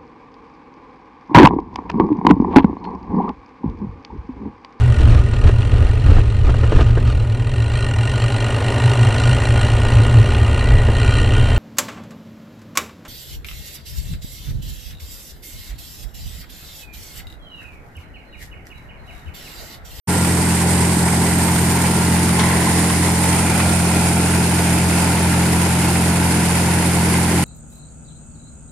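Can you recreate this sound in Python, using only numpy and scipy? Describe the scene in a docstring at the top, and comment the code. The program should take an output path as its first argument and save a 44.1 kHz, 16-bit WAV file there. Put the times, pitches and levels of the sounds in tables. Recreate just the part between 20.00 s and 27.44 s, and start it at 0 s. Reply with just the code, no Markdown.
"""A diesel dredge pump runs steadily on a pontoon across open water: each firing puffs down the
exhaust (drone, roar) and knocks through the block (clatter). Close by, a thick jet of muddy slurry
falls from a pipe into a pond: churning, ringing bubbles, slapping clods, a fizz of spray. Two gushes
dig hollow-sounding craters. A hand-held camera with two unlike microphone ports turns towards the
jet and dips once towards the water, shifting the colour of the spray."""
import sys
import numpy as np
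from scipy import signal
from scipy.fft import rfft, irfft, next_fast_len
from scipy.io import wavfile
from scipy.ndimage import map_coordinates

SR = 44100
rng = np.random.default_rng(int(sys.argv[2]) if len(sys.argv) > 2 else 0)


def wav_out(sig):
    """Save sig, one row per channel (or a flat mono array), as 16-bit PCM at SR to the path in sys.argv[1]."""
    wavfile.write(sys.argv[1], SR, np.round(np.clip(np.atleast_2d(sig).T, -1, 1) * 32767).astype(np.int16))


N = 328104

# firing rate: t/s, f/Hz
FIRING_RATE = [(0.1, 44), (0.34, 43.4), (7.4, 43.3)]
# engine lines: multiple of firing rate, relative level/dB
EXHAUST_ORDERS = [(1, -35), (2, -1), (3, -4), (4, 1), (5, -5.5), (6, -20.5), (7, -12), (8, -18.5)]
SHAFT_GEAR_ORDERS = [(3.5, -18.5), (6.5, -16.5), (7.25, -17), (12, -28.5), (20.5, -19), (32, -21.5),
                     (34, -35)]
# block and pump casing resonances: f/Hz, width/Hz, relative level/dB
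BLOCK_MODES = [(820, 180, -4), (900, 99, -22), (1395, 70, -21.5), (1520, 150, -25), (2080, 1500, 1.5)]
# source spectra: f/Hz, relative level/dB
ROAR_SPECTRUM = [(20, -10), (35, -25), (55, -5.5), (78, 4), (120, 1), (200, 3), (300, -2.5), (420, -3),
                 (600, -7), (1500, -14), (4000, -95)]
CHURN_SPECTRUM = [(30, -58), (100, -29.5), (220, -6), (320, 0.5), (420, 1), (560, -15), (900, -12.5),
                  (2000, -58.5)]
GURGLE_SPECTRUM = [(60, -60), (250, -25.5), (500, -10), (700, -1), (870, 5), (1020, 2.5), (1200, -10.5),
                   (1600, -7), (4000, -69.5)]
SPLASH_SPECTRUM = [(150, -57), (600, -26), (1150, -18.5), (1450, -3.5), (1700, -2), (2000, 2), (2500, -3),
                   (2900, -5), (3600, -9.5), (6000, -29)]
SPRAY_LEFT_SPECTRUM = [(1500, -29), (3000, -18), (4000, -11), (5000, -8), (6000, -11.5), (7300, -6),
                       (8000, -14.5), (9300, -14), (10200, -41), (14500, -42)]
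SPRAY_RIGHT_SPECTRUM = [(1500, -10), (3000, -33), (4100, -19.5), (4600, -12.5), (6600, -13), (7200, -8),
                        (7800, -8.5), (8800, -1), (10600, -3), (11800, -8), (12900, -8), (14500, -17.5)]
SLAP_SPECTRUM = [(300, -22), (750, -13), (1000, 1), (1200, -0.5), (1600, -6), (2300, -6), (3500, -12),
                 (14000, -40)]
SPATTER_SPECTRUM = [(700, -28), (1800, -31), (3200, 13), (4500, 5), (7000, 4), (14000, -27)]
# left-right likeness: f/Hz, correlation
PORT_CORRELATION = [(60, 1), (130, 0.85), (280, 0.95), (620, 0.85), (1350, 0.59), (2940, 0.17), (6400, 0.0),
                    (13900, 0.034)]
# deep churning: t/s, level/dB
CHURN_ENVELOPE = [(.2, -27.5), (1.6, -27.5), (2.7, -28.5), (3.7, -30), (7.3, -28)]
# camera swing right, towards the jet: t/s, turn 0-1
CAMERA_TURN = [(0, 0.1), (1.2, 0.0), (1.75, 0.58), (2.5, 0.94), (3.3, 0.82), (5.1, 1.0), (7.4, 0.94)]
# right-port peaks and notches: f/Hz, turned f/Hz, width/Hz, lift/dB, turned lift/dB, extra in dip/dB
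PORT_BANDS = [(8300, 8830, 590, 8.5, 1, 1.5), (9460, 12840, 490, -6, -11.5, -4),
              (10400, 14800, 410, 3, 0, 2), (11100, 14000, 300, -4, 2, 0.0),
              (13600, 20000, 560, -13, 0.0, 0.0)]
# heaviest mud clods: t/s, level/dB, t60/s, brightness 0-1
HEAVY_CLODS = [ (1.481, -20, .06, 0.11), (1.56, -19, 0.044, 0.8), (2.392, -18, .2, .7),
               (3.600, -13.2, .055, .06), (3.692, -22, 0.048, .6)]
# pipe gushes: t/s, length/s, swell/dB, crater pitch/Hz, crater life/s
PIPE_GUSHES = [(2.355, 0.19, 2, 1040, 0.17), (3.223, 0.38, 1.5, 1326, 4.2)]
# crater tones and notches: pitch multiple, width/Hz, lift/dB, fractional rise, build/s, share of life
CRATER_BANDS = [(.49, 60, 8.5, .02, .4, 0.52), (.78, 70, -6.5, .02, .5, 0.38),
                (1, 80, 7.5, .07, 0.15, 0.98), (1.43, 129, -5.5, .02, .45, .6),
                (1.79, 170, 5, 0.096, 0.32, 1.0)]


def amp(db):
    """Decibels to gain."""
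    return 10 ** (np.asarray(db) / 20)


def unit(x):
    """x at rms 1."""
    return x / np.sqrt(np.mean(x ** 2) + 1e-20)


def along(points, hz):
    """(f/Hz, value) points read on a log axis."""
    f, v = np.transpose(points)
    return np.interp(np.log(hz + 1), np.log(f + 1), v)


def curve(points):
    """(t/s, value) points read at every sample."""
    return np.interp(np.arange(N) / SR, *np.transpose(points))


def wobble(rate_hz):
    """Smooth random curve, knots at rate_hz."""
    knots = rng.standard_normal(int(N * rate_hz / SR) + 4)
    return map_coordinates(knots, [np.arange(N) * rate_hz / SR])


def swell(start_s, attack_s, length_s, release_s):
    """Envelope 0-1: rise, hold, decay."""
    age_s = np.arange(N) / SR - start_s
    return np.clip(age_s / attack_s, 0, 1) * np.exp(-np.maximum(age_s - length_s, 0) / release_s)


def filtered(x, response):
    """x through a complex frequency response."""
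    size = next_fast_len(N + SR // 2)
    return irfft(rfft(x, size) * response(np.fft.rfftfreq(size, 1 / SR)), size)[..., :N]


def coloured(x, spectrum, size=8192):
    """Minimum-phase filter: attacks stay sharp."""
    cepstrum = irfft(np.log(amp(along(spectrum, np.fft.rfftfreq(size, 1 / SR)))))
    cepstrum[1:size // 2] *= 2
    cepstrum[size // 2 + 1:] = 0
    kernel = irfft(np.exp(rfft(cepstrum)))
    return signal.fftconvolve(np.atleast_2d(x), kernel[None], axes=1)[:, :N]


def swept(x, centre_hz, lift_db, width_hz):
    """Lift or cut one moving band; centre and lift per sample."""
    hz, t, frames = signal.stft(x, SR, nperseg=512)
    at = np.minimum((t * SR).astype(int), N - 1)
    gain = amp(lift_db[at] / (1 + ((hz[:, None] - centre_hz[at]) / width_hz) ** 2))
    return signal.istft(frames * gain, SR, nperseg=512)[1][:, :N]


def spread(pair):
    """Two unrelated signals to left and right: alike in the bass, apart in the treble."""
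    angle = lambda hz: np.arccos(np.clip(along(PORT_CORRELATION, hz), 0, 1)) / 2
    mid, side = filtered(pair, lambda hz: np.array([np.cos(angle(hz)), np.sin(angle(hz))]))
    return np.array([mid + side, mid - side])


def noise():
    """White noise at the two ports."""
    return spread(rng.standard_normal((2, N)))


def exhaust_drone(firings, waver_db=0.5, smear_cycles=0.15):
    """Firing harmonics; the silencer delays higher orders, smearing each puff into a sweep."""
    return sum(amp(db + waver_db * wobble(4.6)) * np.sin(2 * np.pi * (k * firings - smear_cycles * k**2))
               for k, db in EXHAUST_ORDERS)


def shaft_whine(firings, waver_db=3.5, waver_rad=1.1):
    """Shaft and gear lines, loose in level and phase."""
    return sum(amp(db + waver_db * wobble(6)) * np.sin(2 * np.pi * k * firings + waver_rad * wobble(7))
               for k, db in SHAFT_GEAR_ORDERS)


def block_clatter(firings, strength, fall_db=6):
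    """Each firing knocks; block and casing resonate."""
    knocks = noise() * strength * amp(-fall_db * (firings % 1))
    casing = lambda f: sum((-1) ** k * amp(db) * 1j * f * width / (hz * hz - f * f + 1j * f * width)
                           for k, (hz, width, db) in enumerate(BLOCK_MODES))
    return filtered(knocks, casing)


def engine(drone_db=-17, roar_db=-26, clatter_db=-36, jitter_cycles=0.0038, puff_depth=0.08):
    """Four slightly unequal cylinders drive exhaust, shaft and block."""
    firings = np.cumsum(curve(FIRING_RATE)) / SR + jitter_cycles * wobble(14)
    drone = exhaust_drone(firings) + shaft_whine(firings)
    cylinder = np.floor(firings).astype(int) % 4
    strength = amp(0.32 * rng.standard_normal(4))[cylinder]
    puffs = 1 + puff_depth * np.cos(2 * np.pi * firings)
    roar = coloured(noise() * strength * puffs, ROAR_SPECTRUM)
    clatter = block_clatter(firings, strength)
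    return amp(drone_db) * unit(drone) + amp(roar_db) * unit(roar) + amp(clatter_db) * unit(clatter)


def impacts(count, t60_s, depth):
    """Envelope of random hits on the water, over an even flow."""
    when, size = rng.random((count, 2)).T
    power = np.bincount((when * N).astype(int), -np.log(1 - size), N)
    pole = np.exp(-np.log(1e6) / (t60_s * SR))
    hits = np.sqrt(signal.lfilter([1], [1, -pole], power))
    return 1 + depth * (unit(hits) - 1)


def bubbles(count, centre_hz, t60_cycles, scatter_db):
    """Damped sines of random size and pitch; each rises as its bubble nears the surface."""
    pitch, size, when, side = rng.random((count, 4)).T[..., None]
    hz = centre_hz * 2 ** (2 * pitch - 1)
    t = np.arange(int(min(4 * t60_cycles / centre_hz, 0.05) * SR)) / SR
    age = hz * t / t60_cycles
    gain = amp(scatter_db * np.minimum(-np.log(1 - size), 5))
    rings = gain * amp(-60 * age) * np.sin(2 * np.pi * hz * t * (1 + age / 8))
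    at = (when * N).astype(int) + np.arange(len(t))
    weights = np.cos(2 * np.pi * side), np.sin(2 * np.pi * side)
    pair = [np.bincount(at.ravel(), (rings * w).ravel(), N)[:N] for w in weights]
    return unit(spread(np.array(pair)))


def churn(waver_db=0.5):
    """Big cavities churn, deep and slightly uneven."""
    rings = bubbles(count=2000, centre_hz=353, t60_cycles=9.6, scatter_db=1)
    cavities = unit(coloured(noise() + 0.52 * rings, CHURN_SPECTRUM))
    return amp(curve(CHURN_ENVELOPE) - waver_db * wobble(2.96)) * cavities


def gurgle(lumps):
    """Smaller cavities gurgle under the lumps."""
    rings = bubbles(count=2500, centre_hz=844, t60_cycles=11.3, scatter_db=1)
    return unit(coloured(lumps * noise() + 0.17 * rings, GURGLE_SPECTRUM))


def splash(lumps):
    """Each lump throws a splash, among small bubbles."""
    rings = bubbles(count=5000, centre_hz=1898, t60_cycles=17.6, scatter_db=3)
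    return unit(coloured(lumps * noise() + 0.21 * rings, SPLASH_SPECTRUM))


def spray(drops, turn, dip):
    """Fine drops and bubbles fizz; the right port's peaks and notches follow the arrival direction."""
    rings = bubbles(count=16000, centre_hz=6980, t60_cycles=29, scatter_db=2.5)
    left, right = drops * noise() + 0.32 * rings
    right = coloured(right, SPRAY_RIGHT_SPECTRUM)
    for hz, turned_hz, width_hz, db, turned_db, dip_db in PORT_BANDS:
        lift_db = db + (turned_db - db) * turn + dip_db * dip
        right = swept(right, hz + (turned_hz - hz) * turn, lift_db, width_hz)
    return unit(np.vstack([coloured(left, SPRAY_LEFT_SPECTRUM), right]))


def camera_aim(lowest_s=3.3, down_s=0.77, back_s=1):
    """Turn towards the jet and dip towards the water, each 0-1."""
    since_s = np.arange(N) / SR - lowest_s
    return curve(CAMERA_TURN), np.exp(-(since_s / np.where(since_s < 0, down_s, back_s)) ** 2)


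def slurry(gurgle_db=-27.5, splash_db=-29, spray_db=-23.5, waver_db=0.26, turn_db=1.43, dip_db=1.4):
    """The jet lands in lumps; gushes swell the wash, turning lifts the splash, dipping the spray."""
    turn, dip = camera_aim()
    flow_db = waver_db * wobble(3.99)
    gush_db = sum(db * swell(s, 0.11, length_s, 0.12) for s, length_s, db, _, _ in PIPE_GUSHES)
    lumps = impacts(count=2600, t60_s=0.13, depth=0.43)
    drops = impacts(count=12000, t60_s=0.048, depth=0.45)
    deep = churn()
    wash = amp(gurgle_db) * gurgle(lumps) + amp(splash_db + turn_db * turn) * splash(lumps)
    fizz = amp(spray_db + dip_db * dip) * spray(lumps * drops, turn, dip)
    return deep + amp(flow_db) * (amp(gush_db) * craters(wash) + fizz)


def clods(attack_s=0.0012, light_count=8, light_db=-21, scatter_db=2, light_t60_s=0.065, light_bright=0.22):
    """Clods slap the pond, the lighter ones at random; brighter ones throw more drops."""
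    t = np.arange(N) / SR
    slap, spatter = np.zeros((2, N))
    light = [(when * N / SR, light_db + scatter_db * (1 - 2 * draw), light_t60_s, light_bright)
             for when, draw in rng.random((light_count, 2))]
    for s, db, t60_s, bright in list(HEAVY_CLODS) + light:
        age_s = np.maximum(t - s, 0)
        envelope = amp(db - 60 * np.minimum(age_s / t60_s, 2)) * (1 - np.exp(-age_s / attack_s))
        slap += envelope
        spatter += bright * envelope
    return (slap * unit(coloured(noise(), SLAP_SPECTRUM))
            + spatter * unit(coloured(noise(), SPATTER_SPECTRUM)))


def craters(wash, fill_tau_s=0.97):
    """Each gush digs a crater; its hollow tones colour the wash, rising and fading as it fills."""
    for s, length_s, _, pitch_hz, life_s in PIPE_GUSHES:
        filled = 1 - np.exp(-np.maximum(np.arange(N) / SR - s - length_s / 2, 0) / fill_tau_s)
        for multiple, width_hz, db, rise, build_s, share in CRATER_BANDS:
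            lift_db = db * swell(s, build_s, length_s, life_s * share)
            wash = swept(wash, pitch_hz * multiple * (1 + rise * filled), lift_db, width_hz)
    return wash


def scene():
    """Engine slightly left of the pour; open water, no echo."""
    return engine() * amp([[0.2], [-0.2]]) + slurry() + clods()


def record(dry, open_s=0.072, fade_s=0.018, top_hz=14550):
    """The camera's sound opens after a moment, band-limited."""
    opening = np.clip((np.arange(N) / SR - open_s) / fade_s, 0, 1)
    return filtered(dry * opening, lambda hz: hz < top_hz)


dry = scene()
out = record(dry)
wav_out(out)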